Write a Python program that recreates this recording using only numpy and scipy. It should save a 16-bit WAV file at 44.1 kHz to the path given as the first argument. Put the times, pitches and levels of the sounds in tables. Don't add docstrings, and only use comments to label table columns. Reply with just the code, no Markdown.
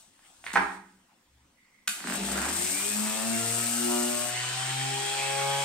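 import sys
import numpy as np
from scipy import signal
from scipy.fft import rfft, irfft
from scipy.io import wavfile
from scipy.ndimage import uniform_filter1d, map_coordinates

SR = 44100
rng = np.random.default_rng(int(sys.argv[2]) if len(sys.argv) > 2 else 0)


def inscribe(sig):
    pcm = np.round(np.clip(np.atleast_2d(sig).T, -1, 1) * 32767)
    wavfile.write(sys.argv[1], SR, pcm.astype(np.int16))


def attenuation_scalar(level_db):
    decades = np.asarray(level_db, float) / 20
    return 10 ** decades


N = 248724

# frequency in Hz, level in dB.
SNAP_SPECTRUM = [(120, -64.5), (200, -5.5), (401, -56), (762, -8), (1000, -17), (1480, 2), (1980, -7.5),
                 (2290, -1.5), (5520, -8), (8730, 0), (16000, -23.5)]
# frequency in Hz, level in dB.
SLAP_SPECTRUM = [(400, -26), (800, -8), (1200, -2), (1500, 0), (2000, -5), (3000, -18), (8000, -19),
                 (12000, -36)]
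# frequency in Hz, level in dB.
SHOE_SPECTRUM = [(180, -35.5), (300, -2.5), (491, -14.5), (697, 2), (1450, -2), (2070, -3), (3500, -8.5),
                 (4550, -36), (7700, -120)]
# frequency in Hz, left-right coherence from 0 to 1.
COHERENCE = [(60, 0.98), (130, 0.99), (290, 0.89), (640, 0.43), (1400, 0.31), (3000, 0.045), (6500, 0.48),
             (10000, 0.13), (15000, 0.13)]


def motor():
    # time in seconds, shaft speed in Hz.
    run_up = [(2.0, 30.75), (2.18, 48.92), (2.3, 64.69), (2.39, 68.54), (2.49, 74.7), (2.58, 86.2),
              (2.7, 92.96), (2.81, 100.1), (2.9, 103.3), (3.01, 106.4), (3.33, 113.6), (3.58, 117.2),
              (3.9, 119.7), (4.28, 121.2), (4.43, 124), (4.52, 127.1), (4.9, 134.2), (5.2, 136.5),
              (5.64, 139.1)]
    t = np.arange(N) / SR
    speed = curve(run_up, 1, before=0)
    turns = np.cumsum(speed * (1 + 0.0009 * slow(30))) / SR
    lift_s, lift_fade_s = 4.33, 0.048
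    lifted = .5 + .5 * np.tanh((t - lift_s) / lift_fade_s)
    wake_s, wake_db_per_s = 2.103, 100
    wake_db = -wake_db_per_s * np.maximum(wake_s - t, 0) - 60 * (t < 1.9)
    settled_db = -20 * np.clip((2.62 - t) / .12, 0, 1) + wake_db
    seated_s, seating_db_per_s = 3.11, 22
    blur_db = -seating_db_per_s * np.maximum(seated_s - t, 0)
    steady_db = settled_db + blur_db
    out = low_orders(turns, lifted, settled_db, blur_db)
    out += commutator(turns, speed, lifted, settled_db)
    out += high_orders(turns, steady_db)
    out += pad_chatter(turns, lifted, steady_db)
    out += pad_hops(turns)
    out += housing(turns, lifted, wake_db)
    out += fan(turns, speed, lifted, wake_db)
    out += paper_rasp(turns)
    out += paper_clamp(turns)
    return signal.sosfilt(signal.butter(4, 58, "high", fs=SR, output="sos"), out)


def low_orders(turns, lifted, settled_db, blur_db):
    on_wood_db = [-60.5, -50.5, -58.5, -57.5, -56, -50.5]
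    in_air_db = [-53, -64, -60.5, -63.5, -61, -53.5]
    # time in seconds, peak in dB, rise in seconds, fall in seconds if other.
    passages = [
        [(2.37, -48, 0.3, 0.1), (2.5, -49, .16, 0.15), (3.5, -42, 0.16, .2), (4.45, -47.5, 0.28, 0.2),
         (4.82, -38.5, .2), (5.5, -42.5, 0.16, 0.3)],
        [(3, -36.5, .07, 0.09), (3.06, -43, 0.13), (3.33, -35, 0.12, 0.08), (4, -32.5, .36, .15),
         (4.86, -52, 0.18)],
        [(2.75, -45, 0.044), (3.37, -46.5, .08), (3.6, -51, .06), (3.89, -35.5, 0.09, .25), (5, -45, 0.15, 0.2),
         (5.434, -44.5, .22)],
        [(2.62, -46.5, 0.12), (2.87, -45, 0.043), (3.47, -46, .12), (5.5, -39, 0.26)],
        [(3.22, -52, 0.096), (3.96, -47.5, 0.085), (4.19, -41, 0.18, 0.13), (5.48, -48.5, .25)],
        [(3.4, -46, 0.24), (3.95, -44.5, 0.082), (4.33, -46, .09), (4.6, -44, 0.043), (4.9, -40, 0.24),
         (5.17, -45.5, 0.11), (5.5, -33.5, 0.27)],
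    ]
    out = np.zeros((2, N))
    for k, spread in enumerate([0.16, 0.88, 0.88, .45, .42, .32]):
        rest_db = on_wood_db[k] + (in_air_db[k] - on_wood_db[k]) * lifted + settled_db
        rest_db = rest_db + blur_db * (k > 3)
        gain = attenuation_scalar(rest_db + 2.0 * slow(7.8)) + swells(passages[k])
        out += gain * tone(turns, k + 1, -.5, spread=spread, lean=.6)
    return out


def commutator(turns, speed, lifted, settled_db):
    # time in seconds, level in dB, half width in seconds.
    strain = [(2.61, -53, .04), (2.76, -51, .04), (2.87, -54, .07), (3.25, -54.5, 0.23), (4.0, -50, 0.23),
              (4.5, -51, 0.074), (4.75, -50, .1), (5.05, -45, 0.11), (5.3, -49, .06), (5.53, -48, .1)]
    wood_db, air_db = -50, -45.5
    bars_db = wood_db + (air_db - wood_db) * lifted + .5 * settled_db
    bars_db = 20 * np.log10(attenuation_scalar(bars_db) + swells(strain))
    whine = tone(turns + .006 * slow(35), 24, bars_db - 2.5 + 2 * slow(30), spread=.3)
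    sparks = resonate(rng.standard_normal((2, N)), 24 * speed, 47)
    return whine + attenuation_scalar(bars_db - 4 + 3 * np.cos(2 * np.pi * turns)) * evened(sparks)


def high_orders(turns, steady_db):
    # multiple of shaft speed, relative level in dB.
    orders = [(7, -17), (8, -15.5), (9, -18), (10, -16), (11, -15), (12, -14.5), (13, -17), (14, -16),
              (15, -17.5), (16, -17), (17, -18), (18, -22), (19, -20), (22, -20), (23, -18), (25, -18)]
    # multiple of shaft speed, time in seconds, level in dB, half width in seconds.
    all_flares = [(7, 3.22, -48, .13), (7, 3.96, -50, .2), (7, 4.75, -51, .05), (7, 5.2, -53, 0.11),
                  (7, 5.55, -46.5, .13), (8, 3.14, -52.5, .2), (8, 3.95, -49, .06), (8, 4.5, -51, .1),
                  (8, 5.45, -46.5, .2), (9, 3.08, -55, .12), (9, 3.95, -52, 0.055), (9, 4.2, -51.5, .12),
                  (9, 5.5, -53, .08), (10, 3.95, -49, .08), (10, 4.17, -52, .1), (11, 3.12, -54, .1),
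                  (11, 3.8, -50.5, 0.29), (11, 5.5, -53, .2), (12, 3.05, -55, .06), (12, 3.42, -52.5, .17),
                  (12, 4.1, -54.5, .25), (12, 4.47, -47, .08), (12, 5.4, -48, .2), (13, 3.8, -52, .06),
                  (13, 5.15, -52, .06), (14, 3.3, -52, 0.055), (14, 4.9, -53, .06), (14, 4.85, -52, 0.055),
                  (14, 5.04, -50, .06), (15, 4.42, -49, .1), (16, 3.2, -52, .1), (16, 5.5, -52, 0.23),
                  (17, 4.37, -48, 0.065), (17, 4.8, -50, .15), (18, 5.7, -48, .1), (19, 5.25, -45, .14),
                  (19, 6.2, -51, .05), (22, 4.95, -52, .08), (22, 5.58, -49, .13), (23, 2.75, -51, .12),
                  (23, 5.6, -52, .12), (23, 5.17, -52, .06), (23, 5.55, -49, .12), (25, 2.75, -54, .1),
                  (25, 5.13, -49, 0.14), (25, 5.5, -58, .08)]
    base_db = -48
    rest = attenuation_scalar(0.5 + steady_db)
    out = np.zeros((2, N))
    for order, db in orders:
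        flares = swells([row[1:] for row in all_flares if row[0] == order])
        gain = rest * attenuation_scalar(base_db + db) + flares
        out += gain * tone(turns + .008 * slow(30), order, 2 * slow(20) - .5, spread=.3)
    return out


def pad_chatter(turns, lifted, steady_db):
    # time in seconds, level in dB, half width in seconds.
    loud_spells = [
        (3.2, -1, .2),
        (3.96, 2, .09),
        (5.58, -1, 0.28),
    ]
    level_db, ring_hz, width_hz = -52, 1100, 610
    hz = np.full(N, ring_hz)
    rap = resonate(knocks(turns, spread_db=1.5, jitter=0.0091), hz, width_hz)
    rap = resonate(rap, hz, width_hz)
    gain = 0.27 * (1 - lifted) * attenuation_scalar(0.5 + steady_db) + swells(loud_spells)
    return gain * attenuation_scalar(level_db) * evened(rap)


def pad_hops(turns):
    # landing time in seconds, level in dB.
    landings = [(2.009, -13), (2.047, -0.5), (2.084, -3), (2.106, 1.5), (2.128, -3), (2.154, -1),
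                (2.176, 1), (2.2, -2.5), (2.22, -1), (2.245, -1.5), (2.275, -5), (2.316, -0.5), (2.353, -2),
                (2.372, -2), (2.405, -0.5), (2.469, -4), (2.5, -4), (2.588, -2)]
    # start in seconds, length in seconds, level in dB.
    hopping = [
        (2.06, .4, -45),
        (2.08, .14, -46),
    ]
    hops = table_ring(knocks(turns, spread_db=3.5, jitter=0.24))
    hops /= np.sqrt(uniform_filter1d(hops ** 2, 6000) + 1e-9)
    drops = np.zeros(N)
    for s, db in landings:
        drops[round(s * SR)] = attenuation_scalar(db - 9)
    drops = table_ring(drops) + 0.72 * spells(hopping, db_per_s=500) * hops
    return drops + 0.45 * room(drops)


def housing(turns, lifted, wake_db):
    # frequency in Hz, level in dB per Hz.
    rattle = [(35, -46.5), (60, -55), (145, -62), (195, 2.5), (310, -0.5), (355, 4.5), (488, -10), (585, 0),
              (900, 0), (1170, -37), (1980, -120)]
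    # frequency in Hz, level in dB.
    shell_buzz = [(180, -22), (300, -14), (373, -5.5), (468, -11.5), (562, -10.5), (699, -1), (1100, -2.5),
                  (1770, 2), (1940, 0.5), (4000, -5.5), (5200, -9.5), (8800, -120)]
    # start in seconds, length in seconds, level in dB.
    shaking = [
        (2.14, 0.4, -45.5),
        (2.36, .13, -46),
    ]
    # start in seconds, length in seconds, level in dB.
    scraping = [
        (2.355, 0.035, -41.5),
        (2.42, 0.074, -42),
    ]
    shake_wood_db, shake_air_db = -55, -61.5
    buzz_wood_db, buzz_air_db = -42.5, -40
    steady_shake = attenuation_scalar(shake_wood_db + (shake_air_db - shake_wood_db) * lifted + wake_db)
    out = (spells(shaking, db_per_s=148.0) + steady_shake) * noise(rattle, patchy_db=3.5)
    throb_db = 0.86 * np.cos(2 * np.pi * turns)
    buzz = attenuation_scalar(buzz_wood_db + (buzz_air_db - buzz_wood_db) * lifted + wake_db + throb_db)
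    out += buzz * noise(shell_buzz, patchy_db=2.5)
    return out + spells(scraping, db_per_s=200) * noise(SLAP_SPECTRUM, patchy_db=2)


def fan(turns, speed, lifted, wake_db):
    # frequency in Hz, level in dB.
    flow = [(1500, -22), (2500, 4), (3500, 3), (5000, 0), (6500, -1), (8500, 7), (10500, -23), (16000, -39)]
    wood_db, air_db, db_per_octave = -40.5, -36.5, 0.5
    level_db = wood_db + (air_db - wood_db) * lifted
    level_db = level_db + db_per_octave * np.log2(np.maximum(speed, 30) / 120)
    return attenuation_scalar(level_db + wake_db + .7 * np.cos(2 * np.pi * turns)) * noise(flow, patchy_db=1.5)


def paper_rasp(turns):
    # time in seconds, level in dB.
    bite = [(1.93, -67), (2.02, -57), (2.13, -43), (2.5, -42), (2.62, -31.5), (2.95, -32.5), (3.25, -35),
            (3.55, -31.5), (4.0, -32), (4.28, -34.5), (4.36, -45), (5.64, -40.5)]
    # time in seconds, level in dB, rise in seconds, fall in seconds.
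    scuffs = [(2.073, -41, .002, 0.0092), (2.099, -40, .002, .01), (2.137, -39, .003, .012),
              (2.157, -37, .002, 0.013), (2.27, -39, 0.023, .03), (2.32, -38, .006, .02),
              (2.376, -36.5, 0.0046, 0.018), (2.416, -39, .003, .015), (2.451, -37, .003, .015),
              (2.489, -36, .003, 0.017), (2.532, -35.5, .003, 0.018), (2.567, -35.5, 0.0027, 0.013)]
    # frequency in Hz, level in dB.
    rasp = [(2940, -22), (5000, -10), (6310, -9), (8500, 2), (10800, -15.5), (12500, -12), (14200, -15.5),
            (15200, -17.5), (16000, -27)]
    grit_db = 1.18 * evened(uniform_filter1d(rng.standard_normal(N), 100))
    stroke_db = 0.7 * np.cos(2 * np.pi * turns)
    gain = attenuation_scalar(curve(bite, 1)) + swells(scuffs, bend=0.98)
    return gain * attenuation_scalar(stroke_db + grit_db) * noise(rasp, patchy_db=-0.5)


def paper_clamp(turns):
    # start in seconds, length in seconds, level in dB, ring in Hz.
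    ticking = [
        (4.335, 0.06, -45.5, 1990),
        (4.425, 0.099, -47, 1700),
        (5.078, 0.11, -43.5, 2420),
        (5.205, .15, -44.5, 2300),
        (5.4, .03, -42.5, 2250),
        (5.51, 0.11, -43, 2250),
    ]
    width_hz = 520
    ticks = knocks(turns, spread_db=3.0, jitter=.04) + 0.055 * rng.standard_normal((2, N))
    starts, *_, rings_hz = np.transpose(ticking)
    current = np.maximum(np.searchsorted(starts, np.arange(N) / SR) - 1, 0)
    hz = rings_hz[current] * (1 + .025 * slow(25))
    ring = resonate(resonate(ticks, hz, width_hz), hz, width_hz)
    return spells(ticking) * attenuation_scalar(1.2 * slow(35)) * evened(ring)


def hits():
    # time in seconds, peak in dB.
    clip_ticks = [
        (.192, -58),
        (.532, -28),
    ]
    down, touches, switch, slaps = landing(), light_touches(), switch_click(), first_slaps()
    wet = room(attenuation_scalar(-0.5) * down + attenuation_scalar(-3.5) * touches + attenuation_scalar(4) * switch + attenuation_scalar(2.5) * slaps)
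    wet = wet + bursts(clip_ticks, SNAP_SPECTRUM, .004)
    direct = attenuation_scalar(-2.5) * (down + touches) + attenuation_scalar(4.5) * switch + attenuation_scalar(3.0) * slaps
    return (direct + wet) * attenuation_scalar(np.array([[-1.5], [1.5]]))


def landing():
    # time in seconds, peak in dB, dullness as a filter pole, burst length in seconds.
    contacts = [
        (0.537, -25.5, 0.3, 0.0018),
        (0.556, -6, 0.3, 0.0021),
        (0.562, -5.5, 0.27, 0.0015),
        (0.57, -13, 0.27, 0.0025),
    ]
    # frequency in Hz, level in dB.
    thud = [(35, -48), (60, -27.5), (109, -36.5), (203, -14.5), (413, -9.5), (589, -17.5), (897, 7.5),
            (1070, -3.5), (1530, 1), (2130, -5.5), (2780, -18), (8050, -40.5), (12000, -46), (15600, -76.5),
            (22000, -120)]
    weight = np.zeros(N)
    weight[round(contacts[0][0] * SR)] = 1
    return bursts(contacts, thud) + attenuation_scalar(-23) * table_ring(uniform_filter1d(weight, 60) * 8)


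def light_touches():
    # time in seconds, peak in dB.
    corner = [
        (0.464, -21.5),
        (0.473, -26),
        (0.482, -30),
        (0.492, -29.5),
        (0.503, -29),
        (0.517, -29),
        (.548, -27),
    ]
    # frequency in Hz, level in dB.
    corner_spectrum = [(300, -22), (700, -17.5), (1000, -10.5), (1500, -8.5), (2050, 1), (2500, -10.5),
                       (4200, -16), (5500, -34), (12000, -38)]
    # time in seconds, peak in dB.
    taps = [
        (0.191, -51),
        (0.254, -60),
        (0.44, -31),
        (.444, -34),
    ]
    return bursts(corner, corner_spectrum, 0.0018) + bursts(taps, SHOE_SPECTRUM, 0.0012)


def switch_click():
    # time in seconds, peak in dB.
    snaps = [
        (1.875, -18.5),
        (1.878, -15.5),
        (1.881, -16.5),
    ]
    return bursts(snaps, SNAP_SPECTRUM, 0.001)


def first_slaps():
    # time in seconds, peak in dB.
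    slaps = [(2.004, -33), (2.042, -26.5), (2.072, -25.5), (2.099, -23), (2.123, -24), (2.146, -30),
             (2.236, -27.5), (2.288, -30), (2.297, -30), (2.318, -28.5), (2.358, -28), (2.368, -28),
             (2.379, -25), (2.387, -29), (2.417, -27), (2.427, -25), (2.455, -24.5), (2.462, -30),
             (2.487, -30), (2.505, -30), (2.53, -31)]
    return bursts(slaps, SLAP_SPECTRUM, 0.00037)


def hums():
    # frequency in Hz, level in dB, decay by 60 dB in seconds.
    modes = [(66, -14.5, .5), (186, -5, .85), (191, -6, .85), (240, -8, .3), (280, -2, .64),
             (340, -3, 0.65), (401, -2.5, 0.6)]
    # time in seconds, level in dB, rise in seconds, fall in seconds.
    footfall = [
        (1.37, -61, .07, .11),
    ]
    # frequency in Hz, level in dB.
    floor_modes = [(68, 0), (118, -8)]
    boom_s, boom_db = .545, -34.5
    t = np.arange(N) / SR
    after = np.maximum(t - boom_s, 0)
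    boom = sum(attenuation_scalar(db - 60 * after / t60) * np.sin(2 * np.pi * hz * after) for hz, db, t60 in modes)
    step = sum(attenuation_scalar(db) * np.sin(2 * np.pi * hz * t) for hz, db in floor_modes)
    return attenuation_scalar(boom_db) * np.minimum(after / 0.027, 1) * boom + swells(footfall) * step


def background():
    # time in seconds, peak in dB, rise and fall in seconds per 10 dB.
    jacket = [
        (0, -56.5, .01, 0.07),
        (.28, -62.5, 0.09, 0.28),
        (.452, -53, 0.0096, 0.09),
        (.533, -40, .001, 0.05),
        (.75, -57.5, .3, .04),
        (.9, -73, 0.09, 0.2),
    ]
    # frequency in Hz, level in dB.
    rustle = [(1180, -44), (2000, -25), (2140, -26), (2710, -0.5), (6250, 0), (8930, 6), (10700, -10.5),
              (16000, -12)]
    # time in seconds, peak in dB, rise and fall in seconds per 10 dB.
    shoes = [
        (.262, -63, 0.12, 0.17),
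        (.56, -71, 0.43, 0.56),
        (1.1, -75, .1, 0.23),
        (1.8, -81, 0.57, .5),
    ]
    # time in seconds, peak in dB, rise and fall in seconds per 10 dB.
    grip = [
        (.05, -76, 0.033, 0.15),
        (.56, -60.5, 0.086, .15),
        (.98, -78.5, 0.045, 0.052),
        (1.4, -75, .08, .16),
    ]
    # frequency in Hz, level in dB.
    rumble = [(20, -11), (40, 2.5), (70, 9.5), (120, 0), (250, -30)]
    # start in seconds, length in seconds, level in dB.
    creeps = [
        (1.59, 0.1, -69),
        (1.74, 0.13, -70),
    ]
    # frequency in Hz, level in dB.
    still_air = [(15, -25), (25, -3), (49, -17.5), (256, -7), (476, -21), (530, -10), (607, -29),
                 (886, -17.5), (6380, -22), (8360, -19), (10100, -28), (14700, -31), (16000, -25)]
    thumb_hz, thumb_width_hz, air_db = 2060, 310, -68.5
    clothes = swells(jacket, bend=1) * noise(rustle, patchy_db=2)
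    feet = swells(shoes, bend=0.69) * noise(SHOE_SPECTRUM, patchy_db=4.5)
    hand = swells(grip, bend=1) * noise(rumble, patchy_db=1.5)
    hz = np.full(N, thumb_hz)
    creep = resonate(rng.standard_normal((2, N)), hz, thumb_width_hz)
    creep = resonate(creep, hz, thumb_width_hz)
    thumb = spells(creeps) * attenuation_scalar(2.5 + 2 * slow(31.06)) * evened(creep)
    return clothes + feet + hand + thumb + attenuation_scalar(air_db) * noise(still_air, patchy_db=2.0)


def table_ring(x):
    # frequency in Hz, level in dB, decay by 60 dB in seconds.
    modes = [(197, -0.5, 0.41), (238, -3.5, .15), (280.4, -7, .2), (344, -9, .15), (404, -12.5, .12),
             (600, -14, .08)]
    t = np.arange(12000) / SR
    ring = sum(attenuation_scalar(db - 60 * t / t60) * np.sin(2 * np.pi * hz * t) for hz, db, t60 in modes)
    ring = signal.sosfilt(signal.butter(6, 175, "high", fs=SR, output="sos"), ring)
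    return signal.oaconvolve(x, ring / np.linalg.norm(ring))[..., :N]


def room(x, early_db=-6):
    # frequency in Hz, decay by 60 dB in seconds.
    decay = [(100, .7), (200, .7), (330, .5), (700, .5), (1840, .47), (4850, .55)]
    taps = np.zeros((2, SR))
    at = np.arange(500, SR - 20, 20) + rng.integers(0, 20, (2, (SR - 501) // 20))
    np.put_along_axis(taps, at, rng.choice([-1., 1.], at.shape), 1)
    hz, t, z = signal.stft(taps, SR, nperseg=512)
    t60 = np.clip(read(decay, hz), .1, 2)[:, None]
    tail = signal.istft(z * attenuation_scalar(-60 * t / t60), SR, nperseg=512)[1]
    tail[:, :200] = 0
    size = tail.shape[1]
    same = np.clip(read(COHERENCE, np.fft.rfftfreq(size, 1 / SR)), 0, 1)
    tail[1] = irfft(same * rfft(tail[0]) + np.sqrt(1 - same ** 2) * rfft(tail[1]), size)
    tail /= np.linalg.norm(tail[0])
    tail[:, rng.integers(150, 700, 6)] += attenuation_scalar(early_db) * rng.uniform(-0.47, 0.81, (2, 6))
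    return signal.fftconvolve(x[None], tail, axes=1)[:, :N]


def tone(turns, order, db, spread=0.61, lean=0.):
    sides = np.array([[1], [-1]])
    apart = np.clip(spread * min(order, 5) / 3 * (lean + slow(2.5)), -.8, .8)
    tilt = 1 + 0.065 * spread * slow(0.52) * sides
    angle = 2 * np.pi * (order * turns + rng.random())
    return np.sqrt(2) * attenuation_scalar(db) * tilt * (np.sin(angle) + np.tan(apart) * np.cos(angle) * sides)


def knocks(turns, spread_db, jitter):
    late = np.maximum.accumulate(turns + jitter * slow(39))
    struck = np.diff(np.floor(late), prepend=0) > 0
    return struck * attenuation_scalar(spread_db * rng.standard_normal(N))


def bursts(rows, spectrum, length=.003):
    drive = np.zeros(N)
    for s, db, *shape in rows:
        u = np.arange(2000) / SR / max(shape[1] if shape else length, 1e-4)
        jolt = rfft(rng.standard_normal(len(u)) * np.sqrt(u) * np.exp(-u))
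        flat_jolt = irfft(jolt / abs(jolt)) * np.exp(-u / 6)
        crack = signal.oaconvolve(flat_jolt, colour(spectrum))
        if shape:
            crack = signal.lfilter([1], [1, -np.clip(shape[0], -.9, .95)], crack)
        drive[round(s * SR):][:len(crack)] += attenuation_scalar(db) * crack / abs(crack).max()
    return drive


def colour(spectrum, size=2048):
    level_db = read(spectrum, abs(np.fft.fftfreq(size, 1 / SR)))
    gain = np.log(attenuation_scalar(np.maximum(level_db, -90)))
    h = np.fft.ifft(np.exp(np.conj(signal.hilbert(gain)))).real[:size // 2]
    return h / abs(h).max()


def noise(spectrum, patchy_db=-6.0):
    frames, hz = N // 128 + 9, np.fft.rfftfreq(512, 1 / SR)
    a, b, c, d, patches = rng.standard_normal((frames, 257, 5)).T
    patches = evened(uniform_filter1d(uniform_filter1d(patches, 5, 0), 20, 1))
    same = np.clip(read(COHERENCE, hz), -1, 1)[:, None]
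    left = a + 1j * b
    right = same * left + np.sqrt(1 - same ** 2) * (c + 1j * d)
    z = np.array([left, right]) * attenuation_scalar(patchy_db * patches)
    flat = signal.istft(z, nperseg=512, noverlap=384)[1][:, :N]
    x = irfft(rfft(flat) * attenuation_scalar(read(spectrum, np.fft.rfftfreq(N, 1 / SR))), N)
    return x / np.sqrt(np.mean(x.mean(0) ** 2))


def resonate(x, hz, width):
    turn = np.exp(2j * np.pi * np.cumsum(hz) / SR)
    r = np.exp(-np.pi * width / SR)
    return 2 * (turn * signal.lfilter([1 - r], [1, -r], x / turn)).real


def swells(rows, bend=2):
    t = np.arange(0, N, 32) / SR
    gain = 0
    for s, db, *wide in rows:
        distance = abs((t - s) / np.where(t < s, wide[0], wide[-1]))
        gain = gain + attenuation_scalar(db - 10 * distance ** bend)
    return np.interp(np.arange(N) / SR, t, gain)


def spells(rows, db_per_s=400):
    t = np.arange(0, N, 32) / SR
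    gain = 0
    for s, length, db, *_ in rows:
        outside = np.maximum(np.maximum(s - t, t - s - length), 0)
        gain = gain + attenuation_scalar(db - db_per_s * outside)
    return np.interp(np.arange(N) / SR, t, gain)


def slow(hz):
    knots = rng.standard_normal(int(N / SR * 40) + 4)
    coarse = np.arange(0, N + 64, 64)
    wander = map_coordinates(knots, [coarse / SR * min(hz, 39)], order=2)
    return np.interp(np.arange(N), coarse, wander)


def curve(rows, column, before=-120.):
    rows = np.array(rows)
    return np.interp(np.arange(N) / SR, rows[:, 0], rows[:, column], left=before)


def read(points, hz):
    f, value = np.transpose(points)
    return np.interp(np.log(hz + 1), np.log(f + 1), value)


def evened(x):
    return x / np.sqrt(np.mean(x ** 2) + 1e-20)


def scene():
    return motor() + hits() + hums() + background()


def roll_off(x):
    return signal.sosfilt(signal.butter(12, 15890, fs=SR, output="sos"), x)


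def record(dry):
    # frequency in Hz, left minus right in dB.
    port_tilt = [(60, 1), (300, .5), (700, 3.5), (1100, -1.5), (1700, -2), (2400, -3), (3100, 0.5),
                 (5500, 0.5), (7200, 2), (8000, 9), (8700, 20), (9400, 12), (10700, 6.5), (12000, -7),
                 (13400, -11), (16000, -9)]
    left_lead = 2
    hz = np.fft.rfftfreq(N, 1 / SR)
    left_share = 1 / (1 + attenuation_scalar(-2 * read(port_tilt, hz)))
    ports = np.sqrt(2 * np.array([left_share, 1 - left_share])) + 0j
    ports[0] *= np.exp(2j * np.pi * hz * left_lead / SR)
    ports /= np.sqrt(1 + (hz / 15800) ** 400)
    mix = irfft(rfft(dry) * ports, N)
    return roll_off(mix)


dry = scene()
out = record(dry)
inscribe(out)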